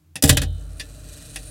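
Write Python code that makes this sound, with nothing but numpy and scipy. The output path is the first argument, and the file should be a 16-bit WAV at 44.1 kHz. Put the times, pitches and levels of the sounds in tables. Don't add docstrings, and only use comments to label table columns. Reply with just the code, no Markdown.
import sys
import numpy as np
from scipy import signal
from scipy.fft import rfft, irfft, next_fast_len
from scipy.io import wavfile

SR = 44100
rng = np.random.default_rng(int(sys.argv[2]) if len(sys.argv) > 2 else 0)


def output_pcm(signal):
    pcm = np.clip(np.atleast_2d(signal).T, -1, 1) * 32767
    wavfile.write(sys.argv[1], SR, np.round(pcm).astype(np.int16))


N = 66150


def amp(db):
    return 10 ** (np.asarray(db) / 20)


def unit(x):
    return x / np.sqrt(np.mean(x ** 2) + 1e-20)


def since(start_s):
    return np.maximum(np.arange(N) / SR - start_s, 0)


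def filtered(x, gain):
    size = next_fast_len(N + 8192)
    spectrum = rfft(x, size) * gain(np.fft.rfftfreq(size, 1 / SR))
    return irfft(spectrum, size)[:N]


def noise(colour):
    point_hz, point_db = np.transpose(colour)

    def gain(hz):
        return amp(np.interp(np.log(hz + 1), np.log(point_hz), point_db))

    return unit(filtered(rng.standard_normal(N), gain))


def narrow(pitch_hz, width_hz):
    def gain(hz):
        return 1 / (1 + ((hz - pitch_hz) / width_hz) ** 2)

    return unit(filtered(rng.standard_normal(N), gain))


ATTACK_S = 0.00087


def burst(start_s, colour, hold_s, t60_s):
    t = since(start_s)
    rise = 1 - np.exp(-t / ATTACK_S)
    decay = amp(-60 * np.maximum(t - hold_s, 0) / t60_s)
    return noise(colour) * rise * decay


def ring(start_s, modes, rise_s, scatter_db):
    t = since(start_s)
    out = np.zeros(N)
    for pitch_hz, level_db, t60_s in modes:
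        decay = amp(level_db + scatter_db * rng.standard_normal() - 60 * t / t60_s)
        out += decay * np.sin(2 * np.pi * pitch_hz * t)
    return (1 - np.exp(-t / rise_s)) * out


# pitch_hz, level_db
ROOM_COLOUR = [(25, -18), (50, -29), (82, 20), (115, -23), (150, 5.5), (220, -17), (310, -2.5), (420, -21),
               (1000, -24), (4000, -29.5), (16000, -30)]
ROOM_TONE_DB = -57


def room_tone():
    return amp(ROOM_TONE_DB) * noise(ROOM_COLOUR)


# start_s, knock_db (case), wood_db, brass_db, ring_db (pallet), hold_s
TICKS = [(0.156, -40, -31, -27, -45, 0.0088), (.7966, -49.5, -33, -35.5, -30.5, 0.015),
         (1.359, -40, -31, -28, -44.5, 0.0058)]
# pitch_hz, level_db
KNOCK = [(40, -23), (80, 6), (115, 2.5), (160, 4), (210, -5.5), (275, 4.5), (390, -13), (460, -4.5),
         (520, -6), (600, -1), (680, -15.5), (780, -2), (890, -25), (2000, -38)]
# pitch_hz, level_db
TICK_WOOD = [(500, -25), (900, -12.5), (1080, -8.5), (1350, -12), (1900, 6.5), (2200, -5), (2620, 9.5),
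             (3050, -4), (3500, 5.5), (4200, -8.5), (4900, 0), (7000, -7), (11000, -11), (16000, -29)]
# pitch_hz, level_db
TICK_BRASS = [(2500, -8.5), (5500, -13), (8000, 1), (9100, 4), (10000, 3), (11000, 6), (12200, -19),
              (16000, -15)]
# pitch_hz, level_db, t60_s
PALLET = [(1750, -0.5, .11), (2596, -16, 0.03), (3790, -5.5, 0.098), (4300, -1.5, 0.081), (4721, 4, 0.051),
          (5749, -4.5, .09), (9372, 0, 0.046)]
KNOCK_T60, TICK_WOOD_T60, TICK_BRASS_T60 = 0.2, 0.083, 0.055
SNAP_DB, SNAP_T60 = 2.5, 0.012


def escapement():
    out = np.zeros(N)
    for start_s, knock_db, wood_db, brass_db, ring_db, hold_s in TICKS:
        out += amp(knock_db) * burst(start_s, KNOCK, hold_s, KNOCK_T60)
        out += amp(wood_db) * burst(start_s, TICK_WOOD, hold_s, TICK_WOOD_T60)
        brass = burst(start_s, TICK_BRASS, 0, TICK_BRASS_T60)
        snap = amp(SNAP_DB) * burst(start_s, TICK_BRASS, 0.00071, SNAP_T60)
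        out += amp(brass_db) * (brass + snap)
        out += amp(ring_db) * ring(start_s, PALLET, rise_s=0.0025, scatter_db=0)
    return out


# start_s, knock_db (case), wood_db, brass_db, thump_db (case), hold_s
BLOWS = [(0.2235, -24.5, -28.5, -14, -23.5, 0.0039), (0.2363, -15.5, -21, -12, -10, 0.0052),
         (0.2556, -32.5, -30, -22, -17, 0.0035), (0.2755, -27.5, -32, -23, -42, 0.0006),
         (0.2837, -34, -38, -22, -19.5, 0.00075), (0.2927, -20.5, -11.5, -7.5, -10.5, 0.0047),
         (.3268, -59, -32.5, -26, -20.5, 0.0014), (0.3447, -40.5, -40, -40.5, -21.5, .003),
         (.3700, -27.5, -17, -19, -15, 0.003), (0.4158, -29, -27, -29.5, -26.5, 0.0056),
         (0.432, -39, -34, -35, -70, 0.0025)]
# pitch_hz, level_db
WOOD = [(400, -18), (760, -28), (890, -12.5), (1050, -8.5), (1350, -6), (1750, 2.5), (2200, -7.5),
        (2600, -3.5), (3600, 1.5), (5000, -7), (7000, -10), (16000, -58)]
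# pitch_hz, level_db
BRASS = [(1500, -29), (3500, -14.5), (5000, -0.5), (6800, -4), (7700, 6), (8500, -1), (10500, 1.5),
         (12000, -4), (14000, -5), (16000, -12.5)]
# pitch_hz, level_db, t60_s
WORKS = [(1733, -18, 0.077), (1920, -5, 0.051), (2535, -9.5, 0.093), (2914, -10.5, 0.079),
         (3486, -12.5, 0.098), (4910, -7, 0.048), (5780, -8.5, 0.064), (7160, -4.5, .06), (7180, -22, .05),
         (9190, -0.5, 0.059)]
# pitch_hz, level_db, t60_s
BODY = [(75.9, -2.5, 0.29), (133.63, -5, 0.38), (246.8, -15, 0.15), (264.3, -12, .22), (284.3, -16, 0.17),
        (458, -20.5, 0.37), (585, -27, 0.21), (589.4, -18, 0.12)]
WOOD_T60, BRASS_T60 = 0.082, 0.051
CRACK_DB = -1


def levers():
    out = np.zeros(N)
    for start_s, knock_db, wood_db, brass_db, thump_db, hold_s in BLOWS:
        out += amp(knock_db) * burst(start_s, KNOCK, hold_s, KNOCK_T60)
        out += amp(wood_db) * burst(start_s, WOOD, hold_s, WOOD_T60)
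        brass = burst(start_s, BRASS, hold_s, BRASS_T60)
        crack = amp(CRACK_DB) * burst(start_s, BRASS, 0.00088, SNAP_T60)
        out += amp(brass_db) * (brass + crack)
        works_db = (wood_db + brass_db) / 2
        out += amp(works_db) * ring(start_s, WORKS, rise_s=0.0023, scatter_db=0.5)
        out += amp(thump_db) * ring(start_s, BODY, rise_s=0.0022, scatter_db=3.56)
    return out


# pitch_hz, level_db, t60_s
RODS = [(49.5, -18.5, 1.92), (55, -30, .8), (83.5, -15, 1.12), (88, -20, 1.05), (129, -23, .55),
        (156, -31, 1.23), (3005, -39, 0.75), (3176, -36, 0.52), (3345, -46, 0.16), (3420, -42, 0.32),
        (3540, -43, 0.68), (3741, -38.5, 0.71), (4081, -44.5, 0.79)]
# pitch_hz, level_db
SHIMMER = [(2600, -35), (2950, 10), (3300, 1), (3650, 0), (4100, -11), (4500, -39)]
SHIMMER_DB, SHIMMER_T60 = -37, 0.48


def gong_rods():
    heaviest = max(BLOWS, key=lambda blow: blow[2])
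    start_s = heaviest[0]
    hum = ring(start_s, RODS, rise_s=0.004, scatter_db=0.7)
    return hum + amp(SHIMMER_DB) * burst(start_s, SHIMMER, 0, SHIMMER_T60)


# start_s, teeth_per_s, level_db
TRAIN = [(.42, 35, -62), (.52, 45, -65), (0.582, 66, -58), (0.682, 76, -59), (.76, 78, -56),
         (.88, 117, -53), (1.04, 130, -53), (1.12, 140, -47), (1.3, 140, -48), (1.5, 141, -48)]
# pitch_hz, level_db
MESH = [(900, -28), (1400, -11), (1900, -2), (2200, -19), (2500, -1), (3300, -4.5), (4000, -1.5),
        (4500, -7.5), (5100, -4.5), (6000, -1.5), (7200, -1), (8450, 4.5), (10000, -5), (11500, -2.5),
        (13000, -13.5), (16000, -19)]
# pitch_hz, level_db (re train), width_hz
WHINE = [(2440, -18, 59), (4050, -10.5, 120), (4540, -13, 89), (8250, -14.5, 37)]
# pitch_hz, level_db
DRONE = [(30, -28), (42, 3.5), (50, 18.5), (62, -8.5), (86, 5), (105, 0.5), (150, 1.5), (200, -17.5),
         (300, -5.5), (390, -24.5), (465, -10), (520, -26.5), (595, -7.5), (680, -18.5), (950, -31),
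         (1400, -22), (2200, -35.5), (5000, -41.5)]
# start_s, level_db
PIVOT = [(.45, -75), (.56, -69.5), (.72, -66), (.78, -57), (.83, -71), (1.2, -64), (1.29, -50), (1.38, -58),
         (1.48, -45)]
PIVOT_HZ, PIVOT_WIDTH_HZ = 9500, 33
DRONE_DB, DRONE_FOLLOWS = -39.5, 0.19
TOOTH_T60, TOOTH_SCATTER_DB = 0.069, 1.2
TEETH_PER_TURN, TURN_SWING_DB = 6, 2.4


def gear_train():
    t = since(0)
    times, rates, levels = np.transpose(TRAIN)
    level_db = np.interp(t, times, levels)
    teeth_per_s = np.interp(t, times, rates)
    running = np.clip(since(BLOWS[-3][0]) / 0.1, 0, 1)

    teeth = np.cumsum(teeth_per_s) / SR
    scatter = amp(TOOTH_SCATTER_DB * rng.standard_normal(N))
    clicks = np.diff(np.floor(teeth), prepend=0) * scatter
    tooth_decay = amp(-60 * t / TOOTH_T60)
    power = np.abs(signal.fftconvolve(clicks ** 2, tooth_decay ** 2)[:N])
    rattle = unit(np.sqrt(power / teeth_per_s))
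    swell = amp(TURN_SWING_DB * np.sin(2 * np.pi * teeth / TEETH_PER_TURN))
    mesh = noise(MESH) * rattle * swell

    whine = sum(amp(db) * narrow(pitch_hz, width_hz) for pitch_hz, db, width_hz in WHINE)
    drone_db = DRONE_DB + DRONE_FOLLOWS * (level_db - levels[-2])
    drone = amp(drone_db) * noise(DRONE)
    pivot_db = np.interp(t, *np.transpose(PIVOT))
    pivot = amp(pivot_db) * narrow(PIVOT_HZ, PIVOT_WIDTH_HZ)
    return running * (amp(level_db) * (mesh + whine) + drone + pivot)


ECHO_DB, ECHO_T60 = -35, 0.25


def room_echo(clock):
    tail = rng.standard_normal(N) * amp(-60 * since(0) / ECHO_T60)
    tail = tail / np.linalg.norm(tail)
    return amp(ECHO_DB) * signal.fftconvolve(clock, tail)[:N]


def scene():
    clock = escapement() + levers() + gong_rods() + gear_train()
    return (room_tone() + clock + room_echo(clock))[None]


LOW_CUT_HZ, TOP_HZ, EDGE_HZ = 44, 16150, 300
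PEAK_LIMIT = 0.9


def record(dry):
    low_cut = signal.butter(2, LOW_CUT_HZ, "highpass", fs=SR, output="sos")
    x = signal.sosfilt(low_cut, dry[0])
    x = x / (1 + np.abs(x / PEAK_LIMIT) ** 6) ** (1 / 6)
    return filtered(x, lambda hz: np.clip((TOP_HZ - hz) / EDGE_HZ, 0, 1))[None]


dry = scene()
out = record(dry)
output_pcm(out)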